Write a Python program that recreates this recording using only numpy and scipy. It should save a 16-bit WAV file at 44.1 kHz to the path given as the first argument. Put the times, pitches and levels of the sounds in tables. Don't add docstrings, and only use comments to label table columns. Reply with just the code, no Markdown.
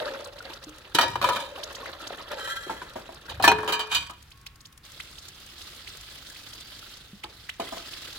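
import sys
import numpy as np
from scipy import signal
from scipy.fft import irfft
from scipy.io import wavfile
from scipy.ndimage import uniform_filter1d

SR = 44100
rng = np.random.default_rng(int(sys.argv[2]) if len(sys.argv) > 2 else 0)


def generate_wav(signal):
    frames = np.transpose(np.atleast_2d(signal))
    scaled = np.clip(frames, -1, 1) * 32767
    pcm = np.round(scaled).astype(np.int16)
    wavfile.write(sys.argv[1], SR, pcm)


N = 360738
TIME = np.arange(N) / SR

# (frequency [Hz], left minus right [dB])
SIDE_BALANCE = [(200, -0.5), (1300, 1), (2000, 3), (3000, -5.5), (4200, -8.5), (5500, 3.5), (7500, 5.5),
                (8800, 15.5), (11000, 2.5), (13000, 9), (16000, 11.5)]
# (frequency [Hz], typical phase shift [radians])
SIDE_PHASE = [(100, .04), (500, .17), (1300, .5), (3000, 1.1), (15000, 1.4)]
# (frequency [Hz], level [dB])
AIR_TONE = [(20, -16), (48, 5), (125, -2.5), (200, -11), (400, -18), (600, -25.5), (1300, -18), (2100, -23),
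            (8000, -37), (16000, -37)]
# (time [s], hold [s], level [dB])
SHIFTS = [(1.0, 0.18, -44), (3.27, 0.2303, -42.5), (3.9, 0.026, -48.5)]
# (time [s], level [dB], pitch [factor])
BUMPS = [(0.948, -28, 0.44), (1.235, -31, 1.14), (2.665, -38.5, 0.54), (2.696, -28, 1.3),
         (2.817, -36, 1.44), (2.957, -32.5, 0.92), (3.09, -39, 0.95), (7.241, -38.5, 1.2465),
         (7.597, -28, 0.99), (7.723, -33, 0.97), (7.769, -40, 1.01)]
# (pitch [Hz], level [dB], t60 [s]); t60 is the time to fade by 60 dB
PLASTIC_MODES = [(265.5, -4, 0.078), (396, -7, 0.08), (554, -0.5, 0.034), (682.7, 7.5, 0.082),
                 (823, -3.5, 0.072), (1025, 6, 0.04), (1242, -3, 0.057)]
# (time [s], level [dB], pitch that the chirp sweeps through [Hz])
DROPS = [(0.244, -40, 4070), (0.385, -40.5, 2670), (.533, -37, 2640), (0.638, -40.5, 3170),
         (1.634, -29.5, 2950), (1.75, -34, 2860), (1.857, -33, 1180), (2.071, -34.5, 3163),
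         (4.316, -45, 2266), (4.465, -36, 2160), (4.606, -47, 3690), (4.654, -41.5, 3050),
         (5.001, -31.5, 1780), (5.183, -39, 2880), (5.347, -47, 3010), (5.615, -38.5, 2730),
         (5.746, -49, 5450), (5.874, -35.5, 1960), (6.361, -41, 1910), (6.532, -39, 2980),
         (6.812, -48, 2360), (6.936, -43, 2710), (7.237, -31.5, 2054), (7.493, -28, 1684),
         (7.934, -35, 2350), (8.103, -44, 2970), (8.126, -41, 3200)]
# (time [s], level [dB], pitch [Hz], t60 [s])
GLUGS = [(.405, -29, 1410, 0.037), (.668, -38, 302, 0.21), (1.83, -30, 1080, 0.0423),
         (2.106, -25, 694, 0.024), (7.132, -34.5, 195.8, 0.09)]
# (time [s], hold [s], level [dB])
TAP_RUNS = [(4.15, .1, -61), (4.83, .65, -48.3), (5.5, 1.38, -45.5), (7.28, .17, -51), (7.62, .55, -41.7)]
# (frequency [Hz], level [dB])
STREAM_TONE = [(150, -8), (300, -7.5), (600, -10), (950, -13.5), (1350, -5), (2300, -8.5), (3500, 0),
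               (4700, -3.5), (6000, -11), (9000, -15.5), (15500, -18.5)]
# (time [s], time to fade by 20 dB [s], gurgle [dB], hum of the bowl's wall [dB])
SLOSHES = [(-.02, 0.38, -34, -32), (0.437, 0.22, -40, -61), (1.221, .5, -42, -34.5),
           (1.537, 1.38, -43, -58), (1.796, 0.4, -39, -58), (2.0, 1.14, -40.5, -74.5),
           (2.3, 0.293, -37.5, -39), (2.8, 0.4, -47.5, -74), (3.275, 0.13, -38, -53)]
# (time [s], hold [s], level [dB])
LAPPING = (0, 4, -52.5)
# (frequency [Hz], level [dB])
SWILL_TONE = [(100, -21), (250, -3), (550, 3.5), (800, -2), (1400, 3), (2300, -6), (4000, -6.5),
              (6000, -20.5), (9000, -27), (15500, -25.5)]
PLACES = {"wall": (1300, 1.2, 0.0025), "flank": (1180, 7.6, .016), "foot": (770, 12, 0.0013),
          "base": (1800, 9.1, .003), "rim": (3050, 4, 0.0027)}
# (pitch [Hz], level [dB], t60 [s], left minus right [dB], places that wake it fully)
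BOWL_MODES = [(673, -13, .2, 1, "wall foot"), (943, 1, .24, 7, "wall foot base"), (972, 0, .35, 3, "flank"),
              (1098, -15, .35, 2, "rim"), (1238, -8, .22, 1, "wall flank"), (1590, -16, .35, 1, "base rim"),
              (1707, -10, .32, 2, "wall base rim"), (1772, -17, .16, 2, "base flank"),
              (1900, -9, .2, 2, "wall"), (2285, -14, .25, -2, "base"),
              (2385, -15, .4, -3, "wall flank base rim"), (2455, -13, .45, -2, "base rim"),
              (2492, -3, .25, -2, "foot"), (2875, -11, .17, -7, "wall foot rim"),
              (3068, -7, .19, -6, "wall flank foot rim"), (3745, -12, .25, -4, "wall rim"),
              (3940, -11, .18, -7, "wall"), (4194, -17, .35, -4, "flank foot base"),
              (4622, -14, .2, -2, "wall rim"), (4945, -14, .17, 0, "wall"), (5650, -17, .2, 8, "wall foot"),
              (5850, -16, .2, 6, "foot"), (6660, -19, .2, 5, "foot rim"),
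              (7720, -19, .13, 7, "wall foot rim")]
# (frequency [Hz], level [dB])
CLATTER_TONE = [(60, -24), (150, -15), (300, -4.5), (550, -3.5), (950, 4.5), (1350, 4.5), (1750, 4.5),
                (1950, -7.5), (2200, -4), (2430, 3.5), (2680, -10.5), (3030, 4), (3400, -3.5), (3900, 1),
                (4600, -8), (5250, -10.5), (9000, -14), (16000, -16.5)]
# (frequency [Hz], t60 [s])
CLATTER_T60 = [(100, 0.71), (900, 0.2), (4000, 0.17), (15000, 0.077)]
# (time [s], end [s],
# pitch [Hz], level [dB], t60 [s])
LINGERING_MODES = [(3.478, 3.915, 431, -26.5, 1.4), (4.33, 5.0, 1098, -60, 2.5), (5.5, 5.9, 1200, -61, 3),
                   (6.55, 6.78, 4716, -51.5, 3)]
# (time [s], rise [s], time to fade by 20 dB [s])
RUB = (2.34, .15, .36)
# (pitch [Hz], level [dB])
RUB_MODES = [(1350, -2), (1600, -2), (1700, -1), (1970, -5), (3050, -10), (3240, -4), (4130, -8),
             (5360, -13)]
# (time [s], hold [s], low grind before trim [dB], high rasp before trim [dB], place)
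DRAGS = [(1.04, 0.025, -33.5, -37, "wall"), (1.209, 0.17, -33, -34, "flank"),
         (3.52, 0.27, -35, -49.5, "base"), (3.897, 0.042, -34.5, -29, "rim")]
# (time [s], level [dB], treble tilt [dB per octave], ring over clatter [dB],
# damping by the hand [factor on the modes' t60], rattle [s], place)
KNOCKS = [(0.948, -20.5, 7, 0, 0.44, .003, "wall"), (.986, -14, -1, -3.5, 0.83, .0015, "wall"),
          (1.011, -20.5, 3.5, 2.5, 1, 0.0026, "wall"), (1.029, -23.5, -3.5, -4, 1, 0.0046, "wall"),
          (1.156, -25.5, -4, 2, 0.18, 0.0026, "wall"), (1.215, -25.5, -1, -9, 0.47, 0.0089, "flank"),
          (1.242, -18, -1.5, 7, 0.26, 0.0023, "flank"), (1.289, -22.5, -1.5, -12, 0.36, 0.0029, "flank"),
          (1.302, -24.5, -3.5, 8, 0.92, 0.001, "flank"), (1.361, -29, -1, -11, 0.63, 0.0015, "flank"),
          (2.316, -38, 3.5, 5, 0.18, .003, "wall"), (2.474, -35, 1, -8, 0.53, 0.0023, "base"),
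          (3.295, -39, 9, -1, .8, 0.0037, "rim"), (3.398, -27, -6.5, -2.5, 1, 0.00035, "foot"),
          (3.425, -27.5, 6, -15, 0.71, 0.0098, "wall"), (3.438, -17.5, -5, 3, 0.2, .0026, "base"),
          (3.441, -15, 2, -5, 0.81, 0.0051, "base"), (3.4773, -9, -0.5, 4.5, 0.6, 0.0007, "foot"),
          (3.5164, -19.5, -3.5, -9, 0.17, 0.0018, "base"), (3.585, -32, -4.5, -11, 0.33, 0.0012, "base"),
          (3.631, -31.5, -6, -13, .3, 0.00068, "base"), (3.677, -25.5, -1.5, 0, 0.54, .0097, "rim"),
          (3.723, -23, 2, 3, 0.85, 0.0074, "rim"), (3.793, -27, 1, 2.5, 0.97, 0.0056, "rim"),
          (3.916, -28, 1.5, 1, 0.93, 0.01, "rim"), (3.947, -21, 8, 6.5, 0.61, 0.0064, "rim"),
          (4.096, -39.5, -1, -4.5, 0.68, 0.0049, "flank"), (7.599, -38, 7, 4, 0.23, .002, "rim"),
          (7.618, -44, 10, 8, .25, 0.0022, "wall")]


def amp(db):
    return 10 ** (np.asarray(db) / 20)


def unit_level(x):
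    return x / np.sqrt(np.mean(x ** 2) + 1e-20)


def look_up(points, hz):
    table_hz, value = np.transpose(points)
    return np.interp(np.log(hz + 1), np.log(table_hz + 1), value)


def add(mix, start, sound):
    part = mix[..., max(round(start * SR), 0):][..., :sound.shape[-1]]
    part += sound[..., :part.shape[-1]]


def coloured(x, tone):
    log_gain = np.log(amp(look_up(tone, abs(np.fft.fftfreq(2048, 1 / SR)))))
    taps = np.fft.ifft(np.exp(np.conj(signal.hilbert(log_gain)))).real[:1024]
    return signal.oaconvolve(x, taps.reshape((1,) * (x.ndim - 1) + (-1,)), axes=-1)[..., :x.shape[-1]]


def band(x, lo_hz, hi_hz, order=3):
    sections = signal.butter(order, [lo_hz, min(hi_hz, .49 * SR)], "band", fs=SR, output="sos")
    return signal.sosfilt(sections, x)


def swell(start, hold, db, rise_s, fade_s):
    t = TIME - start
    return np.clip(t / rise_s, 0, 1) * amp(db - 20 * np.maximum(t - rise_s - hold, 0) / fade_s)


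def follow(x, gain, size=2600):
    power = uniform_filter1d(np.mean(np.atleast_2d(x) ** 2, 0), size)
    return x / np.sqrt(abs(power) + 1e-4 * power.mean()) * gain


def wander(size):
    return unit_level(uniform_filter1d(uniform_filter1d(rng.standard_normal(N), size), size // 2))


def clicks(per_s, spread_db):
    hits = rng.random(N) < per_s / SR
    return hits * amp(spread_db * np.minimum(rng.exponential(1, N), 4)) * rng.choice([-1, 1], N)


def resonate(x, hz, width_hz):
    turn = np.exp(2j * np.pi * np.cumsum(hz) / SR)
    pole = np.exp(-np.pi * width_hz / SR)
    return unit_level((turn * signal.lfilter([1], np.poly([pole, pole]), x / turn)).real)


def stereo(x, size=512):
    hz = np.fft.rfftfreq(size, 1 / SR)
    phase = unit_level(uniform_filter1d(rng.standard_normal(len(hz)), size=5)) * look_up(SIDE_PHASE, hz)
    pair = amp(np.outer([.5, -.5], look_up(SIDE_BALANCE, hz))) * np.exp(1j * np.outer([1, -1], phase))
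    taps = np.roll(irfft(pair / np.sqrt(np.mean(abs(pair) ** 2, 0))), size // 2, axis=1)
    return signal.oaconvolve(x[None], taps, axes=1)[:, size // 2:size // 2 + len(x)]


def outdoor_air(level_db=-55):
    each_side = coloured(rng.standard_normal((2, N)), [(100, -16), (500, -10), (2000, 2)])
    return amp(level_db) * unit_level(coloured(rng.standard_normal(N) + each_side, AIR_TONE))


def wall_echo(x, echo_db=-13, t60=0.39):
    t = np.arange(SR // 3) / SR
    echoes = rng.standard_normal((2, len(t))) * (rng.random((2, len(t))) < .05)
    echoes *= amp(-60 * t / t60) * (t > .004)
    echoes = coloured(echoes / np.linalg.norm(echoes[0]), [(3000, 0.5), (14000, -16)])
    return x + amp(echo_db) * signal.oaconvolve(x, echoes, axes=1)[:, :N]


def shifting():
    gain = sum(swell(*row, rise_s=0.083, fade_s=0.15) for row in SHIFTS)
    return follow(band(rng.standard_normal(N), 67, 130, order=2), gain)


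def plastic_bumps(scuff=0.58):
    out, t = np.zeros(N), np.arange(SR // 5) / SR
    for start, db, pitch in BUMPS:
        ring = sum(amp(mode_db - 60 * t / t60) * np.sin(2 * np.pi * (hz * pitch * t + rng.random()))
                   for hz, mode_db, t60 in PLASTIC_MODES)
        noise = unit_level(band(rng.standard_normal(len(t)), 230, 890, order=1))
        ring += scuff * noise * np.exp(-t / 0.045)
        ring *= 1 - np.exp(-t / 0.0019)
        add(out, start, amp(db) * ring / np.std(ring[:600]))
    return stereo(out)


def tap_dribble(level_db=-47, per_s=14, spread_db=-3.5, splat_s=0.0034, until_s=6.5):
    out, t = np.zeros(N), np.arange(1200) / SR
    for k, (late, size, pitch) in enumerate(rng.standard_normal((120, 3))):
        start = (k + 0.54 * late) / per_s
        tick = unit_level(band(rng.standard_normal(len(t)), 3100 * np.exp(0.2 * pitch), 9000, order=1))
        add(out, start, (start < until_s) * amp(level_db + spread_db * size) * np.exp(-t / splat_s) * tick)
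    return stereo(out)


def drops(length_s=0.01, rise=1.6, fizz=0.3):
    out, t = np.zeros(N), np.arange(1500) / SR
    shape = (1 - np.exp(-t / 0.00025)) * (np.exp(-(t / length_s) ** 4) + 0.3218 * np.exp(-t / 0.0053))
    for start, db, hz in DROPS:
        sweep_hz = 0.91 * hz * (1 + rise * np.minimum(t / length_s, 1))
        chirp = np.sin(2 * np.pi * np.cumsum(sweep_hz) / SR)
        spray = unit_level(band(rng.standard_normal(len(t)), hz * 0.83, hz * 3, order=1))
        add(out, start, amp(db) * shape * (chirp + fizz * spray))
    return out


def glugs():
    out, t = np.zeros(N), np.arange(SR // 4) / SR
    for start, db, hz, t60 in GLUGS:
        shape = amp(db - 60 * t / t60) * (1 - np.exp(-t / 0.0006064))
        add(out, start, shape * np.sin(2 * np.pi * hz * t * (1 + 0.046 * t / t60)))
    return out


def bubbles(lo_hz, hi_hz, per_s, cycles, spread_db, sizes=30):
    out = np.zeros(N)
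    for hz in np.geomspace(lo_hz, hi_hz, sizes):
        age = np.arange(0, 5, hz / (cycles * SR))
        ping = np.exp(-age) * (1 - np.exp(-8 * age))
        ping *= np.sin(2 * np.pi * cycles * (age + 0.018 * age ** 2))
        out += signal.oaconvolve(clicks(per_s / sizes, spread_db), ping)[:N] * hz
    return unit_level(out)


def tap_stream(flutter_db=2.0, wash=0.67, spatter=0.23, plink_db=-16):
    splatter = bubbles(243.5, 16200, per_s=6000, cycles=2.1, spread_db=4.5)
    splatter += wash * rng.standard_normal(N)
    splatter = stereo(coloured(splatter, STREAM_TONE), size=4096)
    splatter = unit_level(splatter * amp(flutter_db * wander(500)))
    bursts = signal.oaconvolve(abs(clicks(per_s=14, spread_db=5)), signal.windows.hann(400))[:N]
    strays = stereo(unit_level(band(bursts * rng.standard_normal(N), 3400, 7100, order=1)))
    plinks = stereo(bubbles(1220.9, 4824, per_s=70, cycles=8.4, spread_db=6.5))
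    flow = np.max([swell(*row, rise_s=0.023, fade_s=0.55) for row in TAP_RUNS], axis=0)
    return follow(splatter + spatter * strays + amp(plink_db) * plinks, flow, size=9000)


def swill(rise_s=0.019, hum_hz=560, hum_width_hz=95, overtone_db=-11, rush=1.7, lap_db=3.0):
    sloshes = [swell(start, 0, db, rise_s, fade) for start, fade, db, _ in SLOSHES]
    gurgle_gain = np.max([swell(*LAPPING, rise_s, fade_s=0.0985)] + sloshes, axis=0)
    hum_gain = sum(swell(start, 0, db, rise_s, fade) for start, fade, _, db in SLOSHES)
    spray_gain = amp(-45) * (gurgle_gain / amp(-41.5)) ** 0.73
    laps = amp(lap_db * wander(600))
    large = bubbles(162.5, 2250, per_s=800, cycles=6.549, spread_db=2.0)
    gurgle = coloured(laps * (large + rush * rng.standard_normal(N)), SWILL_TONE)
    small = bubbles(2110, 16800, per_s=1500, cycles=2.3, spread_db=4.5)
    spray = coloured(laps * (small + .5 * rng.standard_normal(N)), SWILL_TONE)
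    pats = clicks(per_s=1300, spread_db=4.0)
    wall_hz = hum_hz * (1 + 0.043 * wander(6000))
    hum = resonate(pats, wall_hz, hum_width_hz)
    hum += amp(overtone_db) * resonate(pats, wall_hz * 1.6, hum_width_hz)
    water = follow(band(gurgle, 140, 2300), gurgle_gain, size=4400)
    water += follow(band(spray, 2700, 14000), spray_gain, size=4400)
    return stereo(water + follow(hum, hum_gain, size=4400), size=1024)


def bowl_modes(place, damping, waver_s=.03, node_db=-14, scatter_db=2):
    t = np.arange(SR * 3 // 4) / SR
    modes = np.zeros((2, len(t)))
    sides = np.array([[1], [-1]])
    _, _, bend = PLACES[place]
    for hz, db, t60, pan_db, woken_at in BOWL_MODES:
        db = db + node_db * (place not in woken_at) + scatter_db * rng.standard_normal()
        waver = np.interp(t / waver_s, np.arange(100), rng.standard_normal(100))
        drift = bend * min(hz / 1500, 1) * waver
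        phase = np.pi * rng.integers(0, 2) + .7 * rng.choice([-1, 1]) * look_up(SIDE_PHASE, hz) * sides
        gain = amp(db - 60 * t / (t60 * damping) + sides * pan_db / 2)
        modes += gain * np.sin(2 * np.pi * hz * np.cumsum(1 + drift) / SR + phase)
    return modes / np.std(modes[:, :SR // 50])


def bowl_clatter(damping):
    t = np.arange(SR * 3 // 4) / SR
    hz, frame_s, spectrum = signal.stft(rng.standard_normal(len(t)), SR, nperseg=256)
    t60 = look_up(CLATTER_T60, hz)[:, None] * np.sqrt(damping)
    clatter = signal.istft(spectrum * amp(-60 * frame_s / t60), SR, nperseg=256)[1][:len(t)]
    clatter = stereo(coloured(clatter * (1 + 1.2 * np.exp(-t / 0.011)), CLATTER_TONE))
    return clatter / np.std(clatter[:, :SR // 50])


def standing_hum(stop_s=0.00896):
    out = np.zeros(N)
    for start, end, hz, db, t60 in LINGERING_MODES:
        t = np.maximum(TIME - start, 0)
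        stop = np.exp(-np.maximum(TIME - end, 0) / stop_s)
        out += amp(db - 60 * t / t60) * stop * np.sin(2 * np.pi * hz * t)
    return stereo(out)


def rim_rub(level_db=-32, grit=0.76, width_hz=60):
    slips = clicks(per_s=450, spread_db=3.2)
    drift = 1 + 0.012 * wander(4000)
    sing = stereo(sum(amp(db) * resonate(slips, hz * drift, width_hz) for hz, db in RUB_MODES))
    clatter = signal.oaconvolve(slips[None], bowl_clatter(damping=.5), axes=1)[:, :N]
    rasp = unit_level(band(clatter, 6000, 15000, order=1))
    start, rise_s, fade_s = RUB
    return follow(sing + grit * rasp, swell(start, 0, level_db, rise_s, fade_s), size=9000)


def bowl_drags(trim_db=-2.2, ring_db=1):
    out = np.zeros((2, N))
    for start, hold, grind_db, rasp_db, place in DRAGS:
        grains = clicks(per_s=250, spread_db=3.5)
        one_grain = bowl_clatter(damping=0.37) + amp(ring_db) * bowl_modes(place, damping=0.51)
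        ring = signal.oaconvolve(grains[None], one_grain, axes=1)[:, :N]
        _, _, bend = PLACES[place]
        bent_time = np.cumsum(1 + bend * wander(3000)) / SR
        ring = np.array([np.interp(bent_time, TIME, side) for side in ring])
        stroke = swell(start, hold, trim_db, rise_s=0.02219, fade_s=0.14)
        out += follow(band(ring, 800, 1800), amp(grind_db) * stroke)
        out += follow(band(ring, 2750, 16000), amp(rasp_db) * stroke)
    return out


def bowl_knocks(chatter=0.25, glance_s=0.016, boost_width=1.2):
    out, t = np.zeros((2, N)), np.arange(SR * 3 // 4) / SR
    for start, db, tilt_db, ring_db, damping, rattle_s, place in KNOCKS:
        age = t / rattle_s
        contacts = rng.standard_normal(len(t)) * (rng.random(len(t)) < .02)
        force = contacts * chatter * 2 * age * np.exp(-age)
        force[0] = np.exp(-rattle_s / glance_s)
        attack = slice(SR // 60 + round(rattle_s * SR))
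        clatter = signal.fftconvolve(bowl_clatter(damping), force[None], axes=1)[:, :len(t)]
        ring = amp(ring_db) * bowl_modes(place, damping) * (1 - np.exp(-age))
        sound = clatter / np.std(clatter[:, attack]) + ring
        hz, boost_db, _ = PLACES[place]
        sound = coloured(sound, [(hz / boost_width, 0), (hz, boost_db), (hz * boost_width, 0)])
        sound = coloured(sound, [(500, -tilt_db), (4000, 2 * tilt_db)])
        add(out, start, amp(db) * sound / np.std(sound[:, attack]))
    return out


def scene():
    bowl = bowl_knocks() + bowl_drags() + rim_rub()
    water = swill() + tap_dribble() + tap_stream() + stereo(drops() + glugs())
    return wall_echo(bowl + water + plastic_bumps()) + standing_hum() + shifting() + outdoor_air()


def record(dry):
    rounded = dry / (1 + dry ** 6) ** (1 / 6)
    low_pass = signal.firwin(511, 16200, window=("kaiser", 9), fs=SR)
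    return signal.oaconvolve(rounded, low_pass[None], "same")


dry = scene()
out = record(dry)
generate_wav(out)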